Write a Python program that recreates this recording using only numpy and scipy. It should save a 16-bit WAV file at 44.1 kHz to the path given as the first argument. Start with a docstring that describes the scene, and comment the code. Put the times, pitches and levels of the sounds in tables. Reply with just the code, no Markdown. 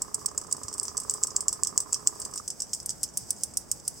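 """Outdoors at a tree trunk among bushes, on a camera's stereo microphone. Close up and a little right, a cicada
flicks its wings about seven times a second, each flick buckling and ringing the membrane; for a second it slaps
them hard, then snaps them dryly. Neighbours click in answer, and leaves scatter the clicks. Far off, air
rumbles softly and the colony hisses. On the right a small mechanism, probably the focus motor, chatters until
it stops with a tick. Two soft handling bumps reach the microphone."""
import sys
import numpy as np
from scipy import signal
from scipy.fft import rfft, irfft
from scipy.io import wavfile
from scipy.ndimage import map_coordinates

SR = 44100
rng = np.random.default_rng(int(sys.argv[2]) if len(sys.argv) > 2 else 0)


def int16_out(signal):
    """Quantize to a 16-bit WAV file."""
    q = np.round(np.clip(np.atleast_2d(signal).T, -1, 1) * 32767)
    wavfile.write(sys.argv[1], SR, q.astype(np.int16))


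N = 176400

# spectra of the distant air and of the far cicadas' hiss: f/Hz, level/dB
AIR_SPECTRUM = [(15, -53), (30, -9), (55, -1), (160, -2), (850, -11.5), (1540, -19.5), (2500, -29),
                (8800, -39)]
HISS_SPECTRUM = [(4100, -23), (5000, 0), (7200, -3.5), (7950, 4), (8900, -6.5), (10500, -15)]
# the motor's two runs: start/s, stop/s
MOTOR_SPANS = [(.0142, 1.39), (1.3922, 2.38)]
# strokes within one motor cycle: t/s, level/dB
MOTOR_STROKES = [(0, 5), (.0058, -1.5), (0.011, -1), (0.033, 5)]
# modes of the camera body: f/Hz, level/dB, T60/s
CAMERA_MODES = [(301, -6, 0.022), (421, -7.5, 0.1), (566, -2, 0.015), (927, -10, 0.036), (1047, 1.5, 0.028),
                (1164, -2, 0.038), (1239, -13.5, 0.13), (1652, -5.5, 0.013)]
# the close cicada's wing flicks: t/s, level/dB, length/s
WING_FLICKS = [(0.019, -26, 0.0038), (0.1439, -25, 0.0043), (0.2595, -22.5, 0.0026), (0.3772, -24, 0.0038),
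               (0.5252, -22.5, 0.0027), (0.798, -25.5, 0.00029), (0.9767, -26.5, 0.0013)]
# spectra of its wing's ring and crackle: f/Hz, level/dB
WING_SPECTRUM = [(2000, -30.5), (4000, -34), (4500, -11.5), (5200, -4.5), (6800, -6.5), (7850, 6),
                 (8700, -5.5), (10000, -26.5), (16000, -18.5)]
CRACKLE_SPECTRUM = [(3100, -37.5), (5200, -1), (7000, -0.5), (9000, 9.5), (9300, 5), (9540, 12.5),
                    (9900, 2.5), (11800, -8.5), (12400, -1), (12900, -3), (15500, -15)]
# neighbours' clicks from the bushes: t/s, level/dB, treble/dB
ANSWER_CLICKS = [(0.286, -40.5, -15), (0.4135, -39, 1), (0.5121, -35.5, -3), (0.566, -40.5, 1),
                 (0.633, -35.5, -1), (0.6825, -33.9, -7), (0.728, -38, 2), (0.7392, -34, 3),
                 (0.7805, -35.5, 5), (0.8305, -30, 8), (0.8529, -36, 0), (0.881, -33.0, -10.5),
                 (0.9696, -28.5, 0), (1.0003, -32.5, 7), (1.1088, -31.5, 6), (1.1382, -28.5, 7),
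                 (1.2703, -30.8, 3.5), (1.4067, -28.5, 4.5), (1.4905, -33.5, -1), (1.5279, -28, 3.5),
                 (1.6475, -30.5, -3), (1.6706, -26.5, 1), (1.8029, -26.5, 6.5), (1.9432, -25.5, -0.5),
                 (2.1996, -34, 10), (2.2172, -34, -1), (2.2505, -32, 0), (2.3371, -35.5, 0),
                 (2.3575, -34, 4), (2.3762, -32, -4), (2.5023, -31, -2), (2.6199, -28.5, -0.5),
                 (2.738, -33, 5), (2.7473, -33.5, 4), (2.801, -38.4, -2.5), (2.9034, -30.5, -1)]
# spectrum of a neighbour's click, also the ring of a close snap: f/Hz, level/dB
CLICK_SPECTRUM = [(2200, -33.5), (3100, -24.5), (4100, -28), (4600, -13), (5200, -2.5), (7000, -7),
                  (8000, 0), (9000, -8.5), (10500, -23), (16000, -24.5)]
# bumps on the camera: t/s, level/dB, f/Hz
HANDLING_BUMPS = [(0.646, -40, 85), (3.23, -42.5, 105)]
# the close cicada's hard slaps: t/s, level/dB, scrape before the blow/s
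WING_SLAPS = [(1.0975, -24, 0.0021), (1.236, -20, .0064), (1.365, -20.5, .0034), (1.4829, -20.5, 0.00039),
              (1.6346, -22.5, 0.00021), (1.7778, -18, .0004), (1.93, -22.5, 0.0045),
              (2.0732, -17.5, 0.00028)]
# its dry snaps: t/s, level/dB, treble/dB
WING_SNAPS = [(2.4785, -29, -16.5), (2.6028, -28, -31), (2.7326, -25, -34), (2.86, -36, 1),
              (2.8928, -26.5, -45), (3.0316, -29.5, -2), (3.0379, -28, -18), (3.1727, -29, -1.5),
              (3.3061, -26.5, -2), (3.435, -27.5, -3), (3.5713, -27.5, -1), (3.715, -25, -5.5),
              (3.8788, -28, -3.5)]
# spectra of a slap's blow and a snap's crack: f/Hz, level/dB
SLAP_SPECTRUM = [(2000, -38.5), (3200, -31), (4100, -35.5), (5200, -10.5), (6200, -7.5), (7100, -2.5),
                 (7750, 3.5), (8400, -11), (9200, -18.5), (11000, -26), (13000, -33), (16000, -32)]
SNAP_SPECTRUM = [(2000, -25), (4100, -18), (5100, 0.5), (7900, 6.5), (9800, 3.5), (16000, -20.5)]

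MEMBRANE_HZ, MEMBRANE_WIDTH_HZ = 7780, 1400  # the wing's main resonance
RING_DECAY_S, CRACKLE_DECAY_S = 0.0055, 0.0034
RING_LAG_S, CRACKLE_LAG_S = 6e-6, 1.8e-5  # clicks reach the left side of the microphone later


def amp(db):
    """Decibels to amplitude."""
    return 10 ** (np.asarray(db) / 20)


def unit(x):
    """Scale to rms 1."""
    return x / np.sqrt(np.mean(x ** 2) + 1e-20)


def unit_click(x):
    """Scale a click to rms 1 over ten milliseconds."""
    return x / np.sqrt(np.sum(x ** 2) / (SR / 100) + 1e-20)


def gain_at(spectrum, hz):
    """A spectrum's amplitude at hz, interpolated on log axes."""
    f, db = np.transpose(spectrum)
    return amp(np.interp(np.log(hz + 1), np.log(f + 1), db))


def shelved(spectrum, db, above_hz):
    """A spectrum with its upper part shifted by db."""
    return [(hz, level + db * (hz > above_hz)) for hz, level in spectrum]


def pan(db):
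    """Left and right gains; negative db favours the right."""
    return amp(np.array([[db], [-db]]) / 2)


def add(out, s, x):
    """Mix x into out from time s."""
    i = max(0, round(s * SR))
    part = out[..., i:i + x.shape[-1]]
    part += x[..., :part.shape[-1]]


def wobble(per_s, size=N):
    """A curve gliding between random values, per_s of them a second."""
    return map_coordinates(rng.standard_normal(4096), [np.arange(size) * per_s / SR], order=1)


def stereo_noise(spectrum, correlation):
    """Coloured noise of rms 1, partly alike in the two channels."""
    gain = gain_at(spectrum, np.fft.rfftfreq(N, 1 / SR))
    angle = np.arccos(correlation) / 2
    mid, side = irfft(rfft(rng.standard_normal((2, N))) * gain * [[np.cos(angle)], [np.sin(angle)]], N)
    return unit(np.array([mid + side, mid - side]))


def distance():
    """Distant air rumbles and far cicadas blur into a hiss; both waver in level."""
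    air = amp(-51.5 + 0.54 * wobble(7.58)) * stereo_noise(AIR_SPECTRUM, correlation=0.26)
    hiss = amp(-51 + 4 * wobble(24.87)) * stereo_noise(HISS_SPECTRUM, correlation=0.46)
    return pan(-0.5) * air + pan(-2) * hiss


def motor(cycle_hz=14.985, stroke_db=-40.5, whirr_db=-55.5, tick_s=2.3985, tick_hz=1215):
    """Hard right, strokes knock the camera body over a faint whirr; a last tick parks the mechanism."""
    out, t = np.zeros(N), np.arange(SR // 8) / SR
    attack = 1 - np.exp(-t / 0.00099)
    for start, stop in MOTOR_SPANS:
        for cycle in np.arange(start, stop, 1 / cycle_hz):
            for s, db in MOTOR_STROKES:
                knock = sum(amp(level + rng.normal(0, 1) - 60 * t / t60)
                            * np.sin(2 * np.pi * hz * t + rng.normal(0, 0.69))
                            for hz, level, t60 in CAMERA_MODES)
                onset = cycle + s + rng.normal(0, 0.00043)
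                add(out, onset, amp(stroke_db + db + rng.normal(0, 1)) * knock * attack)
    body = sum(amp(level - 60 * t / t60) * np.sin(2 * np.pi * hz * t) for hz, level, t60 in CAMERA_MODES)
    drive = rng.standard_normal(int(MOTOR_SPANS[-1][1] * SR))
    add(out, 0, amp(whirr_db) * unit(signal.fftconvolve(drive, body)))
    age = t / 0.00098  # the tick peaks after about 2 ms
    tick = (age / 2) ** 2 * np.exp(2 - age) * np.sin(2 * np.pi * tick_hz * t)
    add(out, tick_s, amp(-28.5) * tick)
    return out * amp([[-34], [0]])


def struck(spectrum, size=2048):
    """Minimum-phase frequency response: a body rings only after it is struck."""
    cepstrum = irfft(np.log(gain_at(spectrum, np.fft.rfftfreq(size, 1 / SR))))
    cepstrum[1:size // 2] *= 2
    cepstrum[size // 2 + 1:] = 0
    return np.exp(rfft(cepstrum))


def membrane(spectrum, size=2048):
    """A wing's frequency response with the membrane's resonance on top."""
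    hz = np.fft.rfftfreq(size, 1 / SR)
    damping = 1j * hz * MEMBRANE_WIDTH_HZ
    return struck(spectrum) * (1 + 0.75 * damping / (MEMBRANE_HZ ** 2 - hz ** 2 + damping))


def buckle(response, hold_s, decay_s, lag_s=RING_LAG_S, size=2048):
    """A wing buckles: a first crack and a short run of uneven ones ring its membrane."""
    t, sides = np.arange(size) / SR, np.array([[1], [-1]])
    envelope = (1 - np.exp(-t / 0.0001)) * np.exp(-np.maximum(t - hold_s, 0) / decay_s)
    cracks = rng.standard_normal((2, size)) * envelope * amp(2 * wobble(2350, size))
    cracks[0, 0] = amp(-16.5) * np.linalg.norm(cracks[0])  # the first crack, against all the rest
    mid, side = irfft(rfft(cracks) * response)
    pair = unit_click(mid) + 0.34 * unit_click(side) * sides
    delay = np.exp(-1j * np.pi * np.fft.rfftfreq(2 * size, 1 / SR) * lag_s * sides)
    return irfft(rfft(pair, 2 * size) * delay)[:, :size]


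def flicks(full_length_s=0.0043):
    """Close on the trunk, each wing flick rings and crackles, the shorter ones less."""
    out, wing, crackling = np.zeros((2, N)), membrane(WING_SPECTRUM), struck(CRACKLE_SPECTRUM)
    for s, db, length in WING_FLICKS:
        fullness = length / full_length_s
        ring = buckle(wing, 0.24 * length, RING_DECAY_S * min(1, fullness))
        crackle = buckle(crackling, 0.5 * length, CRACKLE_DECAY_S, CRACKLE_LAG_S)
        add(out, s, pan(-3.5) * (amp(db) * ring + amp(-34) * fullness * crackle))
    return out


def foliage(clicks, t60_s=0.13, pieces=12):
    """Leaves and twigs scatter each click into a short tail."""
    out, t = np.zeros((2, N)), np.arange(SR // 3) / SR
    envelope = amp(-60 * t / t60_s) * (1 - np.exp(-t / 0.0043))
    for k, piece in enumerate(np.array_split(clicks, pieces, axis=1)):
        tail = rng.standard_normal((2, len(t))) * envelope
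        add(out, k * N / pieces / SR, signal.fftconvolve(piece, tail / np.linalg.norm(tail[0]), axes=1))
    return out


def neighbours(colony_per_s=26):
    """Wings answer from the bushes over the colony's faint random clicks, some dull, some bright."""
    out = np.zeros((2, N))
    colony = [(rng.uniform(0, N / SR), rng.normal(-51, 3.5), rng.uniform(-13.5, 7.2))
              for _ in range(int(colony_per_s * N / SR))]
    for s, db, treble_db in [*ANSWER_CLICKS, *colony]:
        wing = membrane(shelved(CLICK_SPECTRUM, treble_db, above_hz=7500))
        place = pan(rng.normal(-2.5, 1))
        add(out, s, place * amp(db) * buckle(wing, hold_s=0.00054, decay_s=0.0045))
    return out


def handling(rise_s=0.0037):
    """Soft bumps on the camera reach the microphone as short, dull thuds."""
    out, t = np.zeros(N), np.arange(SR // 8) / SR
    envelope = t / rise_s * np.exp(1 - t / rise_s)
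    for s, db, hz in HANDLING_BUMPS:
        add(out, s, amp(db) * envelope * np.sin(2 * np.pi * hz * t))
    return out


def slaps():
    """Close up, a hard slap: a scrape, one sharp blow and a soft rattle as the wing settles."""
    out, wing = np.zeros((2, N)), membrane(WING_SPECTRUM)
    blow = unit_click(irfft(struck(SLAP_SPECTRUM)))
    for s, db, scrape_s in WING_SLAPS:
        scrape = buckle(wing, hold_s=scrape_s, decay_s=0.0014)
        rattle = buckle(wing, hold_s=0.0023, decay_s=RING_DECAY_S)
        add(out, s - scrape_s, amp(-31) * scrape)
        add(out, s, amp(db + 0.5) * blow)
        add(out, s + 0.0017, amp(db - 8) * rattle)
    return pan(-2) * out


def snaps(hold_s=0.00093):
    """Close up, a dry snap: one sharp crack, then the wing rings and fizzes."""
    out = np.zeros((2, N))
    for s, db, treble_db in WING_SNAPS:
        crack = unit_click(irfft(struck(shelved(SNAP_SPECTRUM, treble_db, above_hz=8800))))
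        ring = buckle(membrane(CLICK_SPECTRUM), hold_s, RING_DECAY_S)
        fizz = buckle(struck(CRACKLE_SPECTRUM), hold_s, CRACKLE_DECAY_S, CRACKLE_LAG_S)
        add(out, s, amp(db) * (amp(-7) * crack + amp(-2) * ring + amp(treble_db + 4.5) * fizz))
    return pan(-2) * out


def scene():
    """At the microphone: trunk, bushes, the camera's own noises and the distance."""
    close = flicks() + slaps() + snaps()
    bushes = neighbours()
    tails = amp(-7.5) * foliage(amp(-9) * close + bushes)  # the close cicada sounds drier
    return close + bushes + tails + motor() + handling() + distance()


def record(dry, top_hz=16100):
    """The camera cuts off steeply above its band limit."""
    hz = np.fft.rfftfreq(2 * N, 1 / SR)
    low_pass = 1 / (1 + (hz / top_hz) ** 100)
    return irfft(rfft(dry, 2 * N) * low_pass)[:, :N]


dry = scene()
out = record(dry)
int16_out(out)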